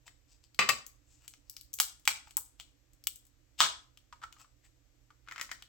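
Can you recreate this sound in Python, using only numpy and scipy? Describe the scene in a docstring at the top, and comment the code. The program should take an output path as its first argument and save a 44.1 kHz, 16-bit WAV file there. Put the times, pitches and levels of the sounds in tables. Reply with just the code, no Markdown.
"""A plastic toy capsule is opened by hand, close to the microphone in a small quiet room with a low hum.
A dull tap, then capsules knock; nails pick at the seam, skin rubs the shell and catches snap free one by one,
with soft hollow bumps before and after the halves chatter; last, fingers pinch the crinkly bag inside.
A contact is a noise crack and ring, filtered by the resonances of the body struck; rubbing and creasing
are dense random grains. Echoes with a diffuse tail and filtered-noise room tone lie behind."""
import sys
import numpy as np
from scipy import signal
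from scipy.fft import rfft, irfft
from scipy.io import wavfile
from scipy.ndimage import uniform_filter1d

SR = 44100
rng = np.random.default_rng(int(sys.argv[2]) if len(sys.argv) > 2 else 0)


def generate_wav(sig):
    """Save sig (samples, or channels by samples) to the path in sys.argv[1] as 16-bit PCM at SR."""
    pcm = np.round(np.clip(np.atleast_2d(sig).T, -1, 1) * 32767).astype(np.int16)
    wavfile.write(sys.argv[1], SR, pcm)


N = 250488
SIZE = 8192  # samples in one contact or stroke

# Centres of a contact's colour bands: low, hollow, middle, edge, crack [f/Hz]
COLOUR_HZ = [420, 1060, 2530, 6000, 12000]
# Catches letting go [t/s, level/dB, main ring f/Hz, hollow/dB, edge/dB, crack/dB, low/dB,
# left-right/dB, room trim/dB]; colours are densities per Hz re middle band
SNAPS = [(1.8006, -19, 819, 0, 3, 2, -23, 0, -5.5), (2.0764, -19, 2290, -2.5, -4.5, -12, -26, 0.5, -6),
         (2.3692, -23.5, 8100, -1, 14.5, 23, -2, 2.5, -10), (3.0708, -25, 3026, -18.5, 0.5, 2, -29, 4, -13),
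         (3.6044, -18, 3460, 8, 0, -18, -20, 3, 0.5)]
# Folds of the bag buckling [t/s, level/dB, main ring f/Hz]
FOLDS = [(5.2753, -55, 1290), (5.2855, -47, 1360), (5.3121, -45, 2030), (5.3223, -44, 1900),
         (5.3604, -46, 1380), (5.38, -44, 2110), (5.397, -43.5, 2070), (5.4128, -35, 2000),
         (5.4347, -55, 5250), (5.4928, -52.5, 2160), (5.5148, -38.5, 1870)]
# Resonances of the held shell [f/Hz, width/Hz, level over the broad response/dB]
SHELL_MODES = [(850, 200, 7.7), (1040, 47, 7), (1240, 75, 13), (1390, 70, 11), (1620, 30, 6), (2240, 50, 5),
               (2980, 130, 3.6), (3350, 160, 5), (4160, 60, 3.7), (4790, 120, 2.1), (5400, 90, 2.7),
               (6170, 50, 1.7), (7620, 140, 13), (8100, 320, 10)]
# Resonances of the bag [f/Hz, width/Hz, level over the broad response/dB]
BAG_MODES = [(1295, 200, 10.7), (1940, 160, 5.6), (3070, 120, 3.6), (5250, 210, 1.7), (7560, 680, 8.6)]
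# Ring of soft shell contacts [crack decay/s, ring decay/s, ring level/dB]
BUMP_RING = (.002, .005, 2)


def catch_snaps():
    """Catches let go: a very short crack excites the held shell."""
    # [crack decay/s, ring decay/s, ring level/dB]
    ring = (.0006, .006, -7)
    return contacts(SNAPS, SHELL_MODES, *ring, main_db=13.0, room_db=-3.0, lag_s=2.7e-5)


def chatter(count, pitch_spread_oct):
    """After the last catch the halves meet in an uneven, fading run of contacts."""
    gap_s, first_db, fall_db_per_s, centre_hz = .0065, -33, 63, 1450
    # Colour re middle band [hollow/dB, edge/dB, crack/dB]
    colour = (0, -1, -20.5)
    late, pitch = rng.uniform(-.5, .5, (count, 2)).T
    after_s = gap_s * (1 + np.arange(count) + late)
    last_snap_s = SNAPS[-1][0]
    rows = []
    for t, p in zip(after_s, pitch):
        level_db = first_db - fall_db_per_s * t
        main_hz = centre_hz * 2 ** (pitch_spread_oct * p)
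        rows.append((last_snap_s + t, level_db, main_hz, *colour))
    return contacts(rows, SHELL_MODES, *BUMP_RING, main_db=11.5, room_db=-7, lag_s=3.3e-5)


def capsule_knocks():
    """Closed capsules knock together and ring in their own modes."""
    # [t/s, level/dB, main ring f/Hz, hollow/dB, edge/dB, crack/dB, low/dB, left-right/dB, room trim/dB]
    hits = [(0.5904, -19, 2370, -1, -9.5, -26, -9, 5.5, -11),
            (0.6095, -28.5, 2620, 1.5, -15.5, -39.5, -11, -7.5, 0.5),
            (0.654, -43, 2454, 2.5, -9, -33, -10.5, 0, -7.5),
            (0.6898, -18.5, 2370, 2.5, -3.5, -15.5, -9, 8, -11.5)]
    # Resonances of the closed capsules [f/Hz, width/Hz, level over the broad response/dB]
    modes = [(580, 110, -0.5), (1219, 230, 7.5), (1148, 46, 17.5), (1880, 46, 10.5), (2070, 70, 9.5),
             (2446, 62, 14.5), (2640, 37, 13), (2990, 29, 8), (4030, 30, 8.5), (4840, 70, 11.5),
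             (7714, 200, 14.5)]
    # [crack decay/s, ring decay/s, ring level/dB]
    ring = (.0016, .0075, 5)
    return contacts(hits, modes, *ring, main_db=5, room_db=1.0, lag_s=3.3e-5)


def light_touches(stray_count):
    """Light touches excite the shell; faint stray ticks fall at random while nails hunt for the seam."""
    # Light touches on the shell, from a dull first tap to bright nail ticks; a harder touch tilts the
    # colour up [t/s, level/dB, main ring f/Hz, tilt/(dB/octave)]
    touches = [(0.0795, -53, 1930, -9.5), (0.546, -57.5, 4700, -2), (0.8654, -45, 6670, 6),
               (1.2795, -45.5, 7800, 0), (1.3377, -56, 6080, -7), (1.4972, -42, 5200, 7),
               (1.5663, -45.5, 5200, -1.5), (1.6114, -49, 4450, 4), (1.732, -48.5, 6270, 6),
               (1.7393, -35, 6500, 9), (1.7877, -40.5, 7800, -2.5), (2.0538, -46, 8100, -2),
               (2.3087, -54.5, 8040, -2.5), (2.5989, -46.5, 3075, -6.5), (3.0393, -52.5, 5220, 2.5),
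               (3.1585, -49, 7600, 8), (3.9736, -57, 3010, -5.5), (4.3263, -54.5, 7000, -5.5),
               (5.6234, -49.5, 3300, -7.5)]
    # Colour at zero tilt, re middle band [hollow/dB, edge/dB, crack/dB]
    colour = (-17, 3.5, 0.99)
    # [crack decay/s, ring decay/s, ring level/dB]
    ring = (.0008, .003, -4)
    from_s, to_s = 1.1, 3.4
    stray_db, stray_hz, stray_tilt_db_per_oct = -64.5, 7600, 4
    stray_times_s = rng.uniform(from_s, to_s, stray_count)
    strays = [(s, stray_db, stray_hz, stray_tilt_db_per_oct) for s in stray_times_s]
    rows = [(s, db, hz, *tilted(colour, tilt)) for s, db, hz, tilt in list(touches) + strays]
    return contacts(rows, SHELL_MODES, *ring, main_db=14, room_db=-9.5, lag_s=2.7e-5)


def hollow_bumps():
    """The shell and its contents bump softly, before and after it opens, mostly with a hollow sound."""
    # [t/s, level/dB, main ring f/Hz]
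    hits = [(2.2717, -57, 800), (2.3745, -46.5, 863), (4.1261, -47.5, 990), (4.2166, -54, 1285),
            (4.2275, -49.5, 1310), (4.2359, -39.5, 1310), (4.3654, -61.5, 1250), (4.407, -62, 1260),
            (4.445, -62, 1270), (5.1044, -58.5, 1302)]
    # Colour re middle band [hollow/dB, edge/dB, crack/dB]
    colour = (15.2, -4, -21.5)
    rows = [(s, db, hz, *colour) for s, db, hz in hits]
    return contacts(rows, SHELL_MODES, *BUMP_RING, main_db=18, room_db=-9.5, lag_s=3.3e-5)


def bag_folds():
    """Folds of the bag buckle; the harder one gives way, the brighter it is."""
    # Colour of a fold of mean level, re middle band [hollow/dB, edge/dB, crack/dB]
    colour = (2.9, -10, -25)
    # [crack decay/s, ring decay/s, ring level/dB]
    ring = (.0011, .0035, -1.5)
    tilt_per_db = .5  # dB/octave for each dB of level
    mean_db = np.mean([db for _, db, _ in FOLDS])
    rows = [(s, db, hz, *tilted(colour, tilt_per_db * (db - mean_db))) for s, db, hz in FOLDS]
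    return contacts(rows, BAG_MODES, *ring, main_db=18, room_db=-8.0, lag_s=3.5e-5)


def bag_creases(pan_db):
    """Small creases of the bag give way around the big folds, as the strain allows."""
    film = [(200, -25.0), (650, -17.5), (1200, -6.0), (2200, 2.5),
            (7500, -15.5), (9500, -27), (15000, -24)]  # [f/Hz, level/dB]
    crease = irfft(causal(at_hz(film, bins(SIZE)) + resonances(BAG_MODES, spread_db=2.5)))
    slips = grains(per_s=700, spread_db=3.5)
    crackle = rms_one(signal.fftconvolve(slips, crease[None])[:, :N])
    return crackle * film_strain() * sides(pan_db)


def film_strain():
    """Strain in the film swells before each fold and relaxes after it; as a gain."""
    crease_db, lead_s, trail_s = -11.5, .01, 0.0083  # level re fold; rise and decay constants
    t = np.arange(N) / SR
    swells = []
    for s, db, _ in FOLDS:
        distance = np.maximum((s - t) / lead_s, (t - s) / trail_s).clip(max=20)
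        swells.append(from_db(db + crease_db) * np.exp(-distance))
    return np.max(swells, axis=0)


def rubbing(trim_db, main_db, pan_db):
    """Skin, nails and catches drag over the shell in short strokes of dense small slips."""
    # Strokes [middle t/s, half length/s, level before trim/dB, main resonance f/Hz]
    strokes = [(0.075, 0.012, -54.5, 910), (0.325, 0.035, -65.5, 5100), (0.445, 0.012, -63.5, 4700),
               (1.13, 0.063, -67, 7200), (1.24, 0.03, -64.5, 1390), (1.54, 0.089, -72, 5200),
               (2.285, 0.03, -63.5, 1350), (2.61, 0.013, -52, 3400), (3.6, 0.011, -34.5, 3394),
               (4.41, 0.024, -58, 1260), (4.655, 0.021, -65, 1910)]
    # Broad colour of sliding [f/Hz, density per Hz/dB]
    colour = [(300, -27.5), (750, 0), (1500, -5.5), (2800, 0), (5000, -1), (7800, 2.5), (9500, -15),
              (15000, -6)]
    # Resonances excited by sliding [f/Hz, width/Hz, level/dB]
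    shell_modes = [(2670, 410, 6.5), (4700, 370, 4), (5200, 180, 6.5), (7800, 660, 7.5)]
    out = np.zeros((2, N))
    t = (np.arange(SIZE) - SIZE // 2) / SR
    slips = grains(per_s=3600, spread_db=2.5)
    for k, (s, half_s, db, main_hz) in enumerate(strokes):
        modes = shell_modes + [(main_hz, main_hz / 4, main_db)]
        shell_db = at_hz(colour, bins(SIZE)) + resonances(modes, spread_db=1.5)
        source = slips[:, k * SIZE:(k + 1) * SIZE]
        stroke = rms_one(irfft(rfft(source) * from_db(shell_db)))
        stroke *= from_db(db + trim_db) * np.exp(-(t / half_s) ** 2)
        add(out, stroke[:, s + t >= 0], max(0, s + t[0]))
    return out * sides(pan_db)


def contacts(rows, modes, crack_s, ring_s, ring_db, main_db, room_db, lag_s):
    """Blows coloured by the body that they strike; returns the direct sound and the room feed."""
    # Microphone response to near sounds [f/Hz, level/dB]
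    microphone = [(100, 0.5), (6500, 5), (8100, 0), (9500, -6), (11500, 6), (14300, 3.5), (15700, 5.5)]
    # Port balance, left weak in the bass [f/Hz, left-right/dB]
    port_balance = [(125, -15.5), (280, -8.5), (550, -7), (1100, -3.5), (2200, 1), (4500, 0.5), (9000, 1.5)]
    direct, feed = np.zeros((2, N)), np.zeros((2, N))
    f = bins(SIZE)
    attack = SR // 92  # samples over which the level is set
    fade = np.minimum(1, np.linspace(4, 0, SIZE)) ** 2
    bass_db = -10 * np.log10(1 + (110 / (f + 10)) ** 4)  # a small shell radiates little bass
    lags_s = np.array([[0], [lag_s]])  # the right port hears later
    ports = sides(at_hz(port_balance, f)) * np.exp(-2j * np.pi * f * lags_s)
    for s, level_db, main_hz, hollow, edge, crack, *place in rows:
        low, pan_db, wet_db = place or (-16, 4.5, 0)  # light touches: in the hand, a little to the left
        # grip and touch point single out one broad resonance
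        body_db = resonances(modes + [(main_hz, main_hz / 6.5, main_db)], spread_db=2)
        # discount the body's own band levels, so the colour sets the result
        body_power = from_db(body_db) ** 2
        band_power = [np.mean(body_power[(f > hz / 1.5) & (f < hz * 1.5)]) for hz in COLOUR_HZ]
        band_db = np.array([low, hollow, 0, edge, crack]) - 10 * np.log10(band_power)
        colour_db = at_hz(list(zip(COLOUR_HZ, band_db)), f)
        response = causal(body_db + colour_db + bass_db + at_hz(microphone, f))
        sound = irfft(blow(crack_s, ring_s, ring_db) * response * ports) * fade
        sound *= from_db(level_db) / np.sqrt(np.mean(sound[:, :attack] ** 2))
        add(direct, sound * rms_one(sides(pan_db)), s)
        add(feed, sound * from_db(room_db + wet_db), s)
    return np.array([direct, feed])


def blow(crack_s, ring_s, ring_db):
    """Spectrum of one contact: a rough crack, then the dense ring of thin plastic."""
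    t = np.arange(SIZE) / SR
    noise = rng.standard_normal((4, SIZE))
    impulse = rms_one(1. * (t == 0))
    crack = rms_one(impulse / 2 + rms_one(noise[0] * np.exp(-t / crack_s)))
    # the dense modes radiate differently towards the two microphones
    modes = noise[1] + 0.87 * noise[2:]
    ring = rms_one(modes * np.exp(-t / ring_s) * (1 - np.exp(-t / crack_s)))
    spectrum = rfft(crack + from_db(ring_db) * ring)
    broad_power = uniform_filter1d(np.mean(abs(spectrum) ** 2, axis=0), size=91)
    return spectrum * causal(-10 * np.log10(broad_power))  # flat overall, random in fine detail


def tilted(colour, db_per_octave):
    """A contact's hollow, edge and crack levels, tipped about the middle band."""
    _, hollow_hz, middle_hz, edge_hz, crack_hz = COLOUR_HZ
    octaves = np.log2(np.array([hollow_hz, edge_hz, crack_hz]) / middle_hz)
    return np.array(colour) + db_per_octave * octaves


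def resonances(modes, spread_db):
    """Response in dB of a body; each touch point favours its modes differently."""
    f, power = bins(SIZE), 1
    for hz, width_hz, db in modes:
        peak = from_db(db + spread_db * rng.standard_normal()) ** 2
        power = power + peak / (1 + (2 * (f - hz) / width_hz) ** 2)
    return 10 * np.log10(power)


def grains(per_s, spread_db):
    """Random tiny slips of uneven size, nearly alike left and right; rms 1."""
    sizes = from_db(spread_db * np.minimum(rng.exponential(1, N), 4))
    happens = rng.random(N) < per_s / SR
    heights = rng.standard_normal(N) + 0.24 * rng.standard_normal((2, N))
    return rms_one(happens * sizes * heights)


def room(feed, build_s, echo_db):
    """Separate echoes off table and wall thicken into a diffuse tail that dies fastest in the top treble."""
    # Tail colour [f/Hz, level/dB]
    colour = [(200, 3.5), (600, -2), (1100, -4), (2300, -5.5), (4500, 0), (8000, 1), (14000, 1)]
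    # Decay by 60 dB [f/Hz, t/s]
    t60 = [(200, 0.33), (1000, 0.35), (3000, 0.3), (7000, .31), (14000, 0.19)]
    t = np.arange(SR * 2 // 3) / SR
    edges_hz = [60, 400, 800, 1600, 3200, 6400, 10000, 20000]
    density = np.minimum(1, .01 + (t / .25) ** 2)
    happens = rng.random(len(t)) < density
    arrivals = rng.standard_normal((2, 2, len(t))) * happens / np.sqrt(density)
    tail = 0
    for k, (low, high) in enumerate(zip(edges_hz, edges_hz[1:])):
        hz = np.sqrt(low * high)
        bandpass = signal.butter(2, [low, high], "band", fs=SR, output="sos")
        band = signal.sosfilt(bandpass, arrivals[k % 2])
        tail = tail + band * from_db(at_hz(colour, hz) - 60 * t / at_hz(t60, hz))
    tail *= 1 - np.exp(-(t / build_s) ** 2)
    tail = rms_one(tail) / np.sqrt(len(t))
    for side in tail:
        echo_at = (rng.uniform(.003, .014, 4) * SR).astype(int)
        side[echo_at] += from_db(echo_db) * rng.choice([-1, 1], 4)
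    return signal.fftconvolve(feed, tail, axes=1)[:, :N]


def room_tone(air_db, hum_trim_db):
    """Low ventilation rumble and faint hiss from filtered noise; an appliance's hum from sines."""
    # Air spectrum shape [f/Hz, density per Hz/dB]
    air_shape = [(15, -35), (30, -3), (42, 4), (62, 3.5), (100, -5), (123, -2), (190, -26), (293, -9.5),
                 (405, -27.5), (476, -20), (887, -25), (2000, -22.5), (4030, -25.5), (7510, -25),
                 (8360, -28.5), (9070, -58), (11600, -32.5), (16000, -40.5)]
    # Air likeness [f/Hz, left-right correlation/1]
    likeness = [(60, 1), (130, 0.24), (290, 0.69), (640, .55), (1400, 0.1), (7000, .05)]
    # Air balance [f/Hz, left-right/dB]
    balance = [(60, -16.5), (110, -2), (380, -22), (700, -7.5), (1300, -3), (4400, 4), (12000, 12.5)]
    # Mains appliance [f/Hz, amplitude before trim/dB]
    hum_lines = [(119.5, -69), (288, -85)]
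    f = bins(N)
    mid, side = rfft(rng.standard_normal((2, N)))
    alike = np.clip(at_hz(likeness, f), 0, 1)
    pair = np.sqrt(1 + alike) * mid + np.sqrt(1 - alike) * side * [[1], [-1]]
    air = rms_one(irfft(pair * from_db(at_hz(air_shape, f)) * sides(at_hz(balance, f)), N))
    t = np.arange(N) / SR
    hum = sum(from_db(db) * np.sin(2 * np.pi * hz * t) for hz, db in hum_lines)
    return from_db(air_db) * air + from_db(hum_trim_db) * hum


def from_db(db):
    """Decibels to gain."""
    return 10 ** (np.asarray(db) / 20)


def rms_one(x):
    """Scale to unit rms."""
    return x / np.sqrt(np.mean(x ** 2) + 1e-20)


def at_hz(points, hz):
    """Read a spectrum on a log-frequency axis."""
    freqs, values = np.transpose(points)
    return np.interp(np.log(np.maximum(hz, 1)), np.log(freqs), values)


def bins(size):
    """Frequencies of a real FFT in Hz."""
    return np.fft.rfftfreq(size, 1 / SR)


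def sides(pan_db):
    """Left and right gains for a level difference."""
    return from_db(np.array([[.5], [-.5]]) * pan_db)


def causal(response_db):
    """Minimum-phase response: nothing rings before the blow."""
    cepstrum = irfft(np.log(from_db(response_db)))
    cepstrum[1:SIZE // 2] *= 2
    cepstrum[SIZE // 2 + 1:] = 0
    return np.exp(rfft(cepstrum))


def add(track, sound, s):
    """Mix a sound in at a time in seconds."""
    start = int(s * SR)
    track[:, start:start + sound.shape[1]] += sound[:, :N - start]


def scene():
    """All handling sounds, their reverberation and the room tone."""
    shell = catch_snaps() + chatter(count=9, pitch_spread_oct=.55) + capsule_knocks()
    soft = light_touches(stray_count=6) + hollow_bumps()
    direct, feed = shell + soft + bag_folds()
    friction = rubbing(trim_db=-2.5, main_db=12.5, pan_db=6.5) + bag_creases(pan_db=9.0)
    walls = room(feed + from_db(-9.5) * friction, build_s=0.012, echo_db=-6.5) * sides(pan_db=2.5)
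    return direct + friction + walls + room_tone(air_db=-66.5, hum_trim_db=-4.5)


def record(dry):
    """The loudest peaks are rounded and the top is cut steeply."""
    cutoff_hz = 16700
    rounded = np.tanh(dry)
    lowpass = signal.ellip(10, .2, 80, cutoff_hz, fs=SR, output="sos")
    return signal.sosfilt(lowpass, rounded)


dry = scene()
out = record(dry)
generate_wav(out)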